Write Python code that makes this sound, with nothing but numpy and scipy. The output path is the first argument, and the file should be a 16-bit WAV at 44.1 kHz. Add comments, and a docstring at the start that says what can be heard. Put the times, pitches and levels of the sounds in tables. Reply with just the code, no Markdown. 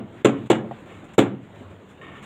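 """A hammer strikes the plywood hull of a boat in an open work shed; one blow falls just before the start.
Each blow is a burst of noise and damped modes of hull and steel, answered by a ground echo and the shed.
Light hammer touches, grainy rustles and scrapes and a faint hum lie over a low outdoor murmur of noise.
A phone microphone colours it all, and a look-ahead limiter ducks the sound just before loud peaks."""
import sys
import numpy as np
from scipy import signal
from scipy.fft import rfft, irfft, next_fast_len
from scipy.io import wavfile
from scipy.ndimage import uniform_filter1d, minimum_filter1d, map_coordinates

SR = 44100
rng = np.random.default_rng(int(sys.argv[2]) if len(sys.argv) > 2 else 0)


def unload_wav(signal):
    """Save mono or channel-first audio to the path in sys.argv[1] as 16-bit WAV at rate SR, clipped to [-1, 1]."""
    wavfile.write(
        sys.argv[1],
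        SR,
        np.round(np.clip(np.atleast_2d(signal).T, -1, 1) * 32767).astype(np.int16),
    )


N = 99225
LEAD_S = 0.4  # computed before time zero, to hold the early blow
LEAD = round(LEAD_S * SR)
M = N + LEAD
T = np.arange(M) / SR - LEAD_S
# All levels below are those ahead of the microphone and limiter.


def amp(db):
    """Decibel law: amplitude is ten to the power of dB / 20."""
    return 10 ** (np.asarray(db) / 20)


def unit(x):
    """Normalisation to a root-mean-square of one."""
    return x / np.sqrt(np.mean(x ** 2) + 1e-20)


def along(points, hz):
    """Interpolation of (Hz, value) points on a logarithmic frequency axis."""
    f, v = np.transpose(points)
    return np.interp(np.log(hz + 1), np.log(f + 1), v)


def filtered(x, response):
    """Linear filtering: the spectrum is multiplied by a complex response of frequency."""
    m = next_fast_len(x.shape[-1] + SR // 2)
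    spectrum = rfft(x, m) * response(np.fft.rfftfreq(m, 1 / SR))
    return irfft(spectrum, m)[..., :x.shape[-1]]


def causal(points):
    """Minimum phase: folding the cepstrum of (Hz, dB) points leaves no sound before its cause."""
    def response(hz):
        cepstrum = irfft(np.log(amp(along(points, hz))))
        half = len(cepstrum) // 2
        cepstrum[1:half] *= 2
        cepstrum[half + 1:] = 0
        return np.exp(rfft(cepstrum))
    return response


def late(x, delay_s):
    """Propagation delay: the same wave arrives later."""
    return np.pad(x, (round(delay_s * SR), 0))[:len(x)]


def dying(t60s):
    """Frequency-dependent damping: one second of noise, each band losing 60 dB in its own time."""
    hz, t, z = signal.stft(rng.standard_normal(SR), SR, nperseg=256)
    decay = amp(-60 * t / along(t60s, hz)[:, None])
    return signal.istft(z * decay, SR, nperseg=256)[1][:SR]


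def ringing(modes, attack_s, scatter_db):
    """Modal superposition: one second of damped sines, their levels scattered at random per strike."""
    t = np.arange(SR) / SR
    out = np.zeros(SR)
    for pitch_hz, level_db, t60_s, *start_factor in modes:
        decay = amp(level_db + scatter_db * rng.normal() - 60 * t / t60_s)
        out += np.prod(start_factor) * decay * np.sin(2 * np.pi * pitch_hz * t)
    return out * (1 - np.exp(-t / attack_s))


GRAINS_PER_S, GRAIN_DB = 500, 3.5  # mean rate; mean of the exponentially spread grain level
RISE_S, FALL_S = 0.0021, 0.018  # linear rise; time constant of the fall


def grit(rows):
    """Friction as grainy noise: returns the stroke envelope and the noise separately."""
    shape = np.zeros(M)
    for start_s, length_s, level_db in rows:
        rise = np.clip((T - start_s) / RISE_S, 0, 1)
        fall = np.exp(-np.clip(T - start_s - length_s, 0, None) / FALL_S)
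        shape += amp(level_db) * rise * fall
    present = rng.random(M) < GRAINS_PER_S / SR
    grains = present * amp(GRAIN_DB * rng.exponential(size=M))
    return shape, rng.standard_normal(M) * (1 + grains)


# Relative spectrum of the outdoor murmur: pitch_hz [Hz], level_db [dB]
MURMUR_COLOUR = [(30, -13), (60, -4), (100, -2.5), (200, 3.5), (400, -3), (800, -10), (1500, -16.5),
                 (3000, -23), (8000, -38.5), (16000, -32.5)]
# Course of the murmur's loudness: start_s [s], level_db [dB]
MURMUR_COURSE = [(0, -47), (.2, -40), (.45, -39), (.7, -42), (.95, -40), (1.15, -43), (1.4, -46),
                 (1.55, -40.5), (1.85, -43), (2.25, -40.5)]


def murmur():
    """Coloured noise: low outdoor sound with patches of random gain in time and frequency."""
    z = signal.stft(rng.standard_normal(M), nperseg=1024)[2]
    field = uniform_filter1d(rng.standard_normal(z.shape), 8, 0)
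    field = uniform_filter1d(field, 5, 1)
    patch_gain = amp(2.27 * unit(field))  # 2.27 dB rms
    noise = signal.istft(z * patch_gain, nperseg=1024)[1][:M]
    coloured = filtered(noise, lambda hz: amp(along(MURMUR_COLOUR, hz)))
    return amp(np.interp(T, *np.transpose(MURMUR_COURSE))) * unit(coloured)


HUM_HZ, HUM_WIDTH_HZ = 96.5, 13  # centre; distance at which the gain is 1/e
# Course of the distant hum's loudness: start_s [s], level_db [dB]
HUM_COURSE = [(0, -47.5), (1.45, -54.5), (1.56, -41), (1.73, -44), (1.82, -51), (2.25, -52.5)]


def hum():
    """Narrow-band noise: a small bandwidth makes a low tone of unsteady level."""
    tone = filtered(rng.standard_normal(M), lambda hz: np.exp(-((hz - HUM_HZ) / HUM_WIDTH_HZ) ** 2))
    return amp(np.interp(T, *np.transpose(HUM_COURSE))) * unit(tone)


# Rustles of hands and feet: start_s [s], length_s [s], level_db [dB], extra treble_db [dB]
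RUSTLE_STROKES = [(0.122, 0.094, -57, -3), (0.459, 0.033, -48, 0.5), (0.71, 0.06, -50, -8),
                  (0.784, 0.044, -58, 1), (0.857, 0.14, -55.5, 1.5), (1.04, 0.013, -56, 6.5),
                  (1.088, .03, -51, -7), (1.134, 0.0095, -48.5, 6), (1.42, .04, -58, -1),
                  (1.549, 0.081, -58, 2), (1.7, 0.016, -56, 2), (1.887, 0.031, -56.5, 7),
                  (2.16, 0.01, -56, 4), (2.224, .05, -43.5, 2.5)]
# Relative spectrum of a rustle: pitch_hz [Hz], level_db [dB]
RUSTLE_COLOUR = [(300, -32.5), (1000, 15), (2500, 9.5), (7000, -2), (16000, -4.5)]


def rustles():
    """Friction noise: short grainy strokes, each with its own balance about 5 kHz."""
    shape, noise = grit([row[:3] for row in RUSTLE_STROKES])
    bright_rows = [(start_s, length_s, level_db + treble_db)
                   for start_s, length_s, level_db, treble_db in RUSTLE_STROKES]
    bright_shape, _ = grit(bright_rows)
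    noise = unit(filtered(noise, causal(RUSTLE_COLOUR)))
    low = filtered(noise, lambda hz: hz < 5000)
    return shape * low + bright_shape * (noise - low)


# Strokes of something dragged over wood: start_s [s], length_s [s], level_db [dB]
SCRAPE_STROKES = [(.34, 0.047, -44.5), (.89, 0.035, -47.5), (.94, 0.033, -51.5), (2.012, 0.038, -42.5),
                  (2.065, 0.032, -46), (2.115, 0.031, -48.5), (2.15, 0.043, -44.5)]
# Relative resonances of the dragged thing: pitch_hz [Hz], width_hz [Hz], level_db [dB]
DRAGGED_BODY = [(1103, 73, 2.5), (1330, 117, -1.5), (1814, 64, 1.5), (2200, 90, -1.5), (2850, 440, -9),
                (3740, 130, -14)]


def scrapes():
    """Source and resonator: friction grains excite the resonances of the dragged thing."""
    shape, noise = grit(SCRAPE_STROKES)

    def body(hz):
        total = 0
        for k, (pitch_hz, width_hz, level_db) in enumerate(DRAGGED_BODY):
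            damping = 1j * hz * width_hz
            sign = (-1) ** k  # neighbouring resonances alternate in sign
            total = total + sign * amp(level_db) * damping / (pitch_hz ** 2 - hz ** 2 + damping)
        return total
    return shape * unit(filtered(noise, body))


# Light touches of the hammer head: start_s [s], level_db [dB]
TOUCHES = [(.645, -31.5), (.711, -23)]
# Modes of a touch, relative to its level: pitch_hz [Hz], level_db [dB], t60_s [s]
TOUCH_MODES = [(575, -1, 0.054), (698, -2.5, 0.068), (780, -0.5, 0.05), (920, -8, 0.06),
               (1044, -4.5, 0.034), (1920, -16.5, 0.044)]


def taps():
    """Impulsive excitation: each light touch sets a few damped modes ringing."""
    out = np.zeros(M + SR)
    for start_s, level_db in TOUCHES:
        ring = ringing(TOUCH_MODES, attack_s=0.0011, scatter_db=3.7)
        out[round((start_s + LEAD_S) * SR):][:SR] += amp(level_db) * ring
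    return out[:M]


SHED_DB, SHED_DELAY_S = -19.5, 0.02
# Reverberation time of the shed: pitch_hz [Hz], t60_s [s]
SHED_T60 = [(100, 0.69), (300, 0.27), (1000, 0.32), (4000, 0.22), (12000, 0.12)]
# Relative spectrum of the reverberation: pitch_hz [Hz], level_db [dB]
SHED_SPECTRUM = [(60, -45), (110, 0.5), (220, 5), (500, -0.5), (4000, -2)]


def shed(hit):
    """Reverberation: the hit convolved with delayed, dying noise of unit energy."""
    tail = late(filtered(dying(SHED_T60), causal(SHED_SPECTRUM)), SHED_DELAY_S)
    return amp(SHED_DB) * signal.fftconvolve(hit, tail / np.linalg.norm(tail))[:SR]


# Hammer-head modes, relative to the blow and its crack_db: pitch_hz [Hz], level_db [dB], t60_s [s]
STEEL_MODES = [(2221, -30, 0.083), (7340, -36, .03), (14340, -31, .025)]


def steel():
    """Free vibration: the struck hammer head rings in its own high modes."""
    return ringing(STEEL_MODES, attack_s=0.00069, scatter_db=2.5)


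RING_LAG_S = 0.00139  # the boom arrives after the crack
# Hull modes: pitch_hz [Hz], level_db before the factor, relative to the blow [dB], t60_s [s],
# start_factor [signed gain: positive starts outward, negative inward]
HULL_MODES = [(115.7, -19.5, 0.12, 0.85), (139.5, -26, 0.19, -1.2), (203.8, -10.5, 0.11, -0.58),
              (224.6, -23, 0.2, -1.22), (278.6, -9, 0.18, -0.65), (320.3, -17.5, 0.17, 0.95),
              (361.8, 1.5, 0.049, -0.97), (417.6, -12, 0.12, -0.87), (480.4, -7, 0.059, 0.94),
              (523, -17.5, 0.15, 0.72), (569, -1.5, 0.036, 0.78), (690, -20.5, 0.084, 1),
              (751, -18.5, 0.041, 1), (832, -15, 0.033, -1.2), (1060, -24, 0.067, 0.75),
              (1351, -18.5, 0.061, -1.13)]


def hull():
    """Panel vibration: the plywood booms in damped modes that build up just after contact."""
    return late(ringing(HULL_MODES, attack_s=0.0058, scatter_db=1.27), RING_LAG_S)


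LUMP_DB, LUMP_S = 2.5, 0.004  # depth and spacing of the unevenness
CRACK_ATTACK_S = 0.0026  # time constant
# Relative spectrum of the crack: pitch_hz [Hz], level_db [dB]
CRACK_COLOUR = [(60, -76), (110, -13), (300, -15), (700, -7), (1500, -17), (3000, -17), (8000, -27),
                (12000, -35), (16000, -38)]
# Decay time of the crack: pitch_hz [Hz], t60_s [s]
CRACK_DECAY = [(100, 0.39), (400, 0.16), (1500, 0.17), (4000, 0.1), (8000, .1), (11000, 0.08), (16000, .12)]


def cracks(top_db):
    """Contact noise: two independent noises share uneven lumps and die band by band."""
    t = np.arange(SR) / SR
    knots = rng.standard_normal(round(1 / LUMP_S) + 4)
    lumps = amp(LUMP_DB * map_coordinates(knots, [t / LUMP_S]))
    noise = np.array([dying(CRACK_DECAY), dying(CRACK_DECAY)])
    noise = noise * lumps * (1 - np.exp(-t / CRACK_ATTACK_S))
    # top_db lifts only the spectrum points above 9 kHz
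    colour = [(hz, db + top_db * (hz > 9000)) for hz, db in CRACK_COLOUR]
    return filtered(noise, causal(colour))


CRACK_DB = 5  # common to all cracks
ECHO_S, ECHO_DB = 0.00928, -13  # off the ground
SIDE_HZ = 4530  # the left-right treble noise is full above this and fades out below
# Blows: start_s [s], level_db [dB], extra crack_db [dB], extra top_db above 9 kHz [dB],
# side_db of the separate left-right treble noise, relative to the crack [dB]
HAMMER_BLOWS = [(-.13, 14, -0.5, 6, -20), (0.246, 16, -3.5, -1, -2.5), (0.4994, 16.5, -1.5, 1, -24.5),
                (1.1797, 18, -1, 7.5, -23.5)]


def hammer():
    """Impact and reflection: crack, hull and steel sound, ground and shed answer. Rows: middle, side."""
    out = np.zeros((2, M + SR))
    for start_s, level_db, crack_db, top_db, side_db in HAMMER_BLOWS:
        crack, other = amp(CRACK_DB + crack_db) * cracks(top_db)
        hit = hull() + crack + amp(crack_db) * steel()
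        hit = hit + amp(ECHO_DB) * late(hit, ECHO_S)
        hit = hit + shed(hit)
        treble = filtered(other, causal([(SIDE_HZ * 0.62, -80), (SIDE_HZ, 0)]))
        blow = np.array([hit, amp(side_db) * treble])
        out[:, round((start_s + LEAD_S) * SR):][:, :SR] += amp(level_db) * blow
    return out[:, :M]


# Response of the phone microphone: pitch_hz [Hz], level_db [dB]
MIC_RESPONSE = [(30, -7.5), (100, -4), (3600, -2), (4200, -10.5), (5000, -21), (6000, -14.5), (7200, 1.5),
                (8500, -7.5), (10000, -16), (12000, -20), (14300, -18.5), (15300, -15), (15700, -26)]


def microphone(mid, side):
    """Transduction: left is middle plus side, right middle minus side, both through one minimum-phase response."""
    left_right = np.array([mid + side, mid - side])
    return filtered(left_right, causal(MIC_RESPONSE))


CEILING_DB, AHEAD_S = -1.2, 0.025  # dB re full scale; look-ahead
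DUCK_S, RELEASE_DB_PER_S = 0.01, 69  # gain smoothing; recovery rate


def limiter(x):
    """Dynamic range control: gain drops ahead of a peak over the ceiling, then climbs steadily in dB."""
    ahead = round(AHEAD_S * SR)
    over_db = np.clip(20 * np.log10(np.abs(x).max(axis=0) + 1e-9) - CEILING_DB, 0, None)
    over_db = -minimum_filter1d(-over_db, ahead + 1, origin=-(ahead // 2))  # largest excess to come
    ramp = RELEASE_DB_PER_S * np.arange(M) / SR
    over_db = np.maximum.accumulate(over_db + ramp) - ramp
    return x * amp(-uniform_filter1d(over_db, max(round(DUCK_S * SR), 1)))


def scene():
    """Superposition: all sources add, then pass microphone and limiter, which recovers from the early blow."""
    mid, side = hammer()
    mid = mid + murmur() + hum() + rustles() + scrapes() + taps()
    return limiter(microphone(mid, side))[:, LEAD:]


def record(dry):
    """Band limitation: nothing passes at 16 kHz or above."""
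    return filtered(dry, lambda hz: hz < 16000)


dry = scene()
out = record(dry)
unload_wav(out)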